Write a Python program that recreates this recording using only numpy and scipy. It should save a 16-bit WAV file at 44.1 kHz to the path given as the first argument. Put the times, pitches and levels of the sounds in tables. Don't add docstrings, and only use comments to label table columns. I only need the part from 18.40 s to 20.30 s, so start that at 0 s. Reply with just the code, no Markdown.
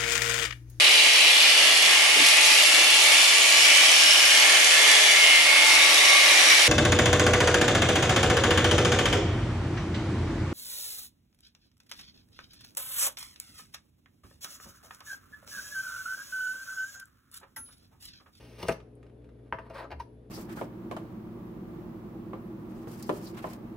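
import sys
import numpy as np
from scipy import signal
from scipy.fft import rfft, irfft
from scipy.io import wavfile
from scipy.ndimage import uniform_filter1d

SR = 44100
rng = np.random.default_rng(int(sys.argv[2]) if len(sys.argv) > 2 else 0)


def waveform_to_disk(signal):
    frames = np.transpose(np.atleast_2d(signal))
    scaled = np.clip(frames, -1, 1) * 32767
    samples = np.round(scaled).astype(np.int16)
    wavfile.write(sys.argv[1], SR, samples)


N = 83790
TIME = np.arange(N) / SR

# t/s, level/dB
HISS_LEVEL = [(0, -58.5), (.1, -60.5), (.178, -59), (.195, -48), (.215, -50.5), (.231, -39), (.245, -57.5),
              (.275, -47), (.3, -54), (.326, -41.5), (.345, -96), (.37, -87), (.43, -82)]
# f/Hz, level/dB
HISS_TONE = [(100, -24), (500, 10), (1000, 2.5), (1600, -1), (2300, 1), (2850, 3), (3300, -3.5), (6000, -5),
             (7300, -24.5), (9000, -8.5), (12500, -11.5), (15500, -9)]
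# t/s, level/dB
SHUDDER_LEVEL = [(.17, -70), (.2, -41), (.222, -55), (.232, -28.5), (.255, -40), (.275, -61), (.29, -65)]
# f/Hz, level/dB
SHUDDER_TONE = [(30, -23), (62, 5.5), (100, -0.5), (170, 1.5), (300, -18.5), (460, 3), (570, -6.5),
                (680, -10.5), (860, -19), (980, -8.5), (1200, -16), (3000, -70)]
# t/s, level/dB, time the walls keep buckling/s
WALL_CLAPS = [(.285, -0.5, 0.0027), (0.2883, 0, 0.0023), (0.2929, -0.5, 0.0022), (.308, -13.5, 0.0035)]
# f/Hz, level/dB
CLAP_TONE = [(40, -35), (130, 4.5), (260, -3.5), (500, 8.5), (830, 0.5), (1000, -3.5), (1300, -3.5),
             (1900, -7.5), (2700, -10), (3600, -33), (6000, -30.5), (15000, -36)]
# t/s, level/dB
TABLE_KNOCKS = [(1.1245, -1.5), (1.186, -16.5)]
# f/Hz, level/dB
KNOCK_TONE = [(40, -24), (90, 6.5), (250, -12.5), (500, 1.5), (700, -2.5), (830, -2), (990, 7.5), (1250, 2),
              (1750, 1), (2200, -10.5), (3000, -14), (3800, -32.5), (6500, -35.5), (15000, -67)]
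# t/s, level/dB
RING_BLOWS = [(0.2868, 1.5), (1.127, -12.5), (1.187, -18.5), (1.301, -17.5)]
# f/Hz, level/dB, time to fade by 60 dB/s (capped in wall_ring)
WALL_NOTES = [(65.6, -45, 0.19), (125, -36.5, 0.26), (162, -32, 0.16), (199.2, -40, 0.24), (246, -39, 0.37),
              (383.4, -42, 0.18), (451, -32, 0.15), (486, -25, 0.073), (536, -26.5, 0.14), (657, -21, 0.13),
              (792, -27.5, 0.057), (971, -33, 0.077), (1374, -30, 0.045), (1921, -37, 0.057),
              (2460, -41, .09), (2794, -41.5, .09)]
# t/s, level/dB, fade time/s
EDGE_SNAPS = [(0.229, -25, 0.0032), (0.2835, -14, 0.0029), (0.322, -28, 0.0065), (1.129, -41, 0.024),
              (1.188, -41, 0.0063), (1.299, -39, 0.0023), (1.343, -36, 0.0059), (1.507, -43, 0.0036),
              (1.598, -30.5, 0.017)]
# f/Hz, level/dB
SNAP_TONE = [(300, 6.5), (1500, 6), (3500, 9.5), (5800, 14), (7200, -12), (9000, 4.5), (11500, 6),
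             (15500, -3.5)]
# t/s, level/dB
JACKET_TICKS = [(0.2841, -13.5), (.5535, -48)]
# f/Hz, level/dB
TICK_TONE = [(1000, -40), (7000, -22), (8500, 4), (10200, 0.5), (12000, -9.5), (15500, -20)]
# t/s, level/dB
SCRAPE_LEVEL = [(1.19, -58), (1.24, -67), (1.265, -55.5), (1.29, -70), (1.305, -52), (1.325, -56.5),
                (1.36, -42.5), (1.385, -42), (1.42, -43.5), (1.452, -43), (1.475, -68), (1.5, -96)]
# f/Hz, level/dB
FAST_TONE = [(100, -7), (250, -12.5), (550, 3.5), (800, -2), (980, 5), (1300, -2.5), (1800, -6),
             (3300, -18), (4500, -17.5), (7000, -38), (9500, -29.5), (15000, -31)]
# f/Hz, level/dB
SLOW_TONE = [(100, -16), (250, -15), (600, 9), (900, -2), (1400, -0.5), (2200, -20), (3500, -30),
             (7000, -38), (15000, -62)]
# t/s, level/dB, half length/s
HAND_BRUSHES = [(1.52, -38, 0.0084), (1.605, -47.5, 0.0074)]
# f/Hz, level/dB
BRUSH_TONE = [(150, -18), (450, -3.5), (780, 2), (930, -1.5), (1100, -12), (1500, -4.5), (2100, -11),
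              (2700, -11), (3400, -27), (4400, -19.5), (7500, -45), (15000, -37)]
# t/s, level/dB, length/s, f/Hz, pitch slide/(Hz per s)
GRIP_SQUEAKS = [(0.227, -42, 0.01, 2860, 0), (1.512, -40, .018, 921.3, -11000),
                (1.599, -30, 0.014, 968, -9)]
# t/s, level/dB
FINGER_TAPS = [(.402, -30.5), (.630, -36), (.666, -39.5), (.698, -44), (.844, -41), (.891, -40.5)]
# t/s, level/dB
RUB_LEVEL = [(.42, -84), (.5, -89), (.6, -99), (.64, -73), (.7, -83), (.75, -108), (.82, -81), (.89, -76.5),
             (.95, -85), (1.1, -76)]
# f/Hz, level/dB
FINGER_TONE = [(200, -3), (1200, 4), (2800, -3.5), (5000, -14.5), (8000, -22), (15000, -30)]
# delay/s, level/dB
NEAR_ECHOES = [(.0032, -8.5), (.0058, -13), (.0108, -11.5), (0.0204, -16)]
# f/Hz, time to fade by 60 dB/s
ROOM_FADE = [(100, 0.51), (500, 0.33), (2000, 0.29), (6000, 0.28), (15000, 0.13)]
# f/Hz, level/dB
AIR_TONE = [(20, -34), (35, -11), (55, -5.5), (80, -8), (140, -8.5), (200, -9), (280, -4.5), (340, -12),
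            (440, -8.5), (600, -15), (1000, -30.5), (1600, -34.5), (3300, -42), (5000, -48.5),
            (8000, -56.5), (10700, -44.5), (13000, -60), (16000, -72)]
# f/Hz, likeness (0 to 1)
AIR_LIKENESS = [(100, .995), (180, .97), (300, .84), (600, .55), (1100, .15), (3000, .3), (12000, .4)]
# f/Hz, level/dB
HUM_NOTES = [(59.2, -58), (118.4, -56), (177.6, -75.5), (238, -66), (290, -67.5), (349.9, -69),
             (425.3, -63.5), (495.3, -73.5)]
# f/Hz, width/Hz, level/dB
WHINE_BANDS = [(3480, 10, -95.5), (10340, 91, -90)]
# f/Hz, level/dB
LEFT_LOUDER = [(80, 0.53), (170, 1.2), (400, 4.5), (700, 3), (1100, 1.8), (3000, -1.1), (12000, 0.3)]
# f/Hz, phase/rad
LEFT_AHEAD = [(150, 0), (300, 0), (600, -.3), (1100, -.5), (2000, .1), (4000, .3), (6000, 1.4),
              (9500, -1.4), (14000, -2.8)]


def pull():
    hiss = colour(friction(per_s=14000, spread_db=0.5) * level(HISS_LEVEL), HISS_TONE)
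    shudder = colour(friction(per_s=2500, spread_db=2.0) * level(SHUDDER_LEVEL), SHUDDER_TONE)
    return hiss + shudder


def clap():
    slaps = sum(blow(*row, grit=0.63) for row in WALL_CLAPS)
    return through_panel(colour(slaps, CLAP_TONE))


def knocks(cutoff_hz=4200):
    hits = sum(blow(s, db, fade_s=0.0036, grit=0.66) for s, db in TABLE_KNOCKS)
    dull = signal.lfilter(*signal.butter(3, cutoff_hz, fs=SR), colour(hits, KNOCK_TONE))
    return through_panel(dull)


def wall_ring(start_s, blow_db, rise_s=0.0016, longest_s=.22):
    t = np.maximum(TIME - start_s, 0)
    notes = sum(amp(db - 60 * t / min(fade_s, longest_s)) * np.sin(2 * np.pi * hz * t)
                for hz, db, fade_s in WALL_NOTES)
    return amp(blow_db) * notes * (1 - np.exp(-t / rise_s))


def snaps():
    return colour(sum(blow(*row, grit=0.98) for row in EDGE_SNAPS), SNAP_TONE)


def ticks():
    return colour(sum(blow(s, db, fade_s=0.0011, grit=0.77) for s, db in JACKET_TICKS), TICK_TONE)


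def push(slow_from_s=1.4, slow_for_s=0.058):
    slips = friction(per_s=7200, spread_db=2.0) * level(SCRAPE_LEVEL)
    slow = np.clip((TIME - slow_from_s) / slow_for_s, 0, 1)
    scrape = colour(slips * (1 - slow), FAST_TONE) + colour(slips * slow, SLOW_TONE)
    touch = sum(amp(db) * np.exp(-.5 * ((TIME - s) / half_s) ** 2) for s, db, half_s in HAND_BRUSHES)
    brush = colour(friction(per_s=3500, spread_db=2.5) * touch, BRUSH_TONE)
    return through_panel(scrape + brush)


def squeak(start_s, db, length_s, hz, slide, overtone_db=-20):
    t = np.clip(TIME - start_s, 0, length_s)
    uneven = 1 + .04 * unit(uniform_filter1d(rng.standard_normal(N), size=60))
    phase = 2 * np.pi * np.cumsum((hz + slide * t) * uneven) / SR
    overtones = sum(np.sin(k * phase) / (k - 1) for k in range(2, 7))
    swell = np.interp(t / length_s, [0, .31, .69, 1], [0, 1, .71, 0])
    return amp(db) * swell * (np.sin(phase) + amp(overtone_db) * overtones)


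def wobble(start_s=1.515, db=-41, hz=76.8, drop_hz_per_s=82):
    t = np.maximum(TIME - start_s, 0)
    swell = np.interp(t, np.cumsum([0, .022, .085, .04]), [0, 1, .6, 0])
    return amp(db) * swell * np.sin(2 * np.pi * t * (hz - .5 * drop_hz_per_s * t))


def fingers():
    taps = sum(blow(s, db, fade_s=0.0049, grit=0.79) for s, db in FINGER_TAPS)
    rubbing = friction(per_s=3500, spread_db=5.5) * level(RUB_LEVEL)
    return colour(taps + rubbing, FINGER_TONE)


def friction(per_s, spread_db):
    size = amp(spread_db * np.minimum(rng.exponential(1, N), 4))
    return unit(size * rng.standard_normal(N) * (rng.random(N) < per_s / SR))


def blow(start_s, db, fade_s, grit):
    click = np.arange(N) == round(start_s * SR)
    crackle = rng.standard_normal(N) * (TIME >= start_s) * np.exp(-abs(TIME - start_s) / fade_s)
    return amp(db) * (grit * crackle / np.linalg.norm(crackle) + np.sqrt(1 - grit ** 2) * click)


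def through_panel(x, delay_at_1khz_s=0.000891):
    hz = np.fft.rfftfreq(2 * N, 1 / SR)
    phase_lag = 4 * np.pi * delay_at_1khz_s * np.sqrt(1000 * hz)
    return irfft(rfft(x, 2 * N) * np.exp(-1j * phase_lag))[:N]


def room(x, tail_db=0, wide_above_hz=590):
    echoes = sum(amp(db) * np.interp(TIME - round(s * SR) / SR, TIME, x, left=0)
                 for s, db in NEAR_ECHOES)
    clutter = echo_tail([(1, .06)])
    middle, side = amp(-8.5) * (echo_tail(ROOM_FADE) + clutter)
    side = signal.lfilter(*signal.butter(2, wide_above_hz, "high", fs=SR), side)
    response = np.array([middle + side, middle - side]) / np.sqrt(2)
    tail = signal.fftconvolve(x[None], response, axes=1)[:, :N]
    return x + echoes + amp(tail_db) * tail


def echo_tail(fade_times, rise_s=0.0022):
    hz, t, bands = signal.stft(rng.standard_normal((2, SR // 2)), SR, nperseg=256)
    fade = amp(-60 * t / look_up(fade_times, hz)[:, None])
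    tail = signal.istft(bands * fade, SR, nperseg=256)[1]
    tail *= np.minimum(np.arange(tail.shape[1]) / SR / rise_s, 1)
    return tail / np.linalg.norm(tail, axis=1, keepdims=True)


def ventilation(db=-56):
    hz = np.fft.rfftfreq(N, 1 / SR)
    middle, side = rfft(rng.standard_normal((2, N)))
    alike = look_up(AIR_LIKENESS, hz)
    pair = np.sqrt(1 + alike) * middle + np.sqrt(1 - alike) * side * [[1], [-1]]
    return amp(db) * unit(irfft(pair * amp(look_up(AIR_TONE, hz)), N))


def mains_hum(waver_s=0.00031):
    hum = 0
    for hz, db in HUM_NOTES:
        cycles = hz * (TIME + waver_s * drift(speed_hz=3)) + rng.random()
        hum += amp(db) * np.sqrt(2) * np.sin(2 * np.pi * cycles)
    return hum


def whine(waver_db=4):
    hz = np.fft.rfftfreq(N, 1 / SR)
    whistles = 0
    for pitch, width, db in WHINE_BANDS:
        band = np.exp(-.5 * ((hz - pitch) / width) ** 2)
        whistle = irfft(rfft(rng.standard_normal(N)) * band, N)
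        whistles += amp(db) * unit(whistle * amp(waver_db * drift(speed_hz=10)))
    return whistles


def drift(speed_hz):
    hz = np.fft.rfftfreq(N, 1 / SR)
    return unit(irfft(rfft(rng.standard_normal(N)) * np.exp(-hz / speed_hz), N))


def colour(x, tone, size=4096):
    log_gain = np.log(amp(look_up(tone, abs(np.fft.fftfreq(size, 1 / SR)))))
    spectrum = np.exp(np.conj(signal.hilbert(log_gain)))
    response = np.fft.ifft(spectrum).real[:size // 2]
    return signal.fftconvolve(x, response / np.linalg.norm(response))[:N]


def level(points):
    s, db = np.transpose(points)
    return amp(np.interp(TIME, s, db, left=-200, right=-200))


def look_up(points, hz):
    f, value = np.transpose(points)
    return np.interp(np.log(hz + 1), np.log(f + 1), value)


def amp(db):
    return 10 ** (np.asarray(db) / 20)


def unit(x):
    return x / np.sqrt(np.mean(x ** 2) + 1e-20)


def scene():
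    card = room(pull() + clap() + knocks() + snaps() + fingers() + ticks() + push())
    squeaks = room(sum(squeak(*row) for row in GRIP_SQUEAKS), tail_db=-7.5)
    walls = sum(wall_ring(*row) for row in RING_BLOWS) + wobble()
    return amp(-1.0) * (card + squeaks) + walls + ventilation() + mains_hum() + whine()


def record(dry, lowest_hz=36, highest_hz=16000):
    hz = np.fft.rfftfreq(2 * N, 1 / SR)
    side = np.array([[.5], [-.5]])
    balance = amp(side * look_up(LEFT_LOUDER, hz))
    timing = np.exp(1j * side * look_up(LEFT_AHEAD, hz))
    pair = irfft(rfft(dry, 2 * N) * balance * timing)[:, :N]
    low_cut = signal.butter(4, lowest_hz, "high", fs=SR, output="sos")
    high_cut = signal.firwin(511, highest_hz, window=("kaiser", 9), fs=SR)
    return signal.oaconvolve(signal.sosfilt(low_cut, pair), high_cut[None], "same")


dry = scene()
out = record(dry)
waveform_to_disk(out)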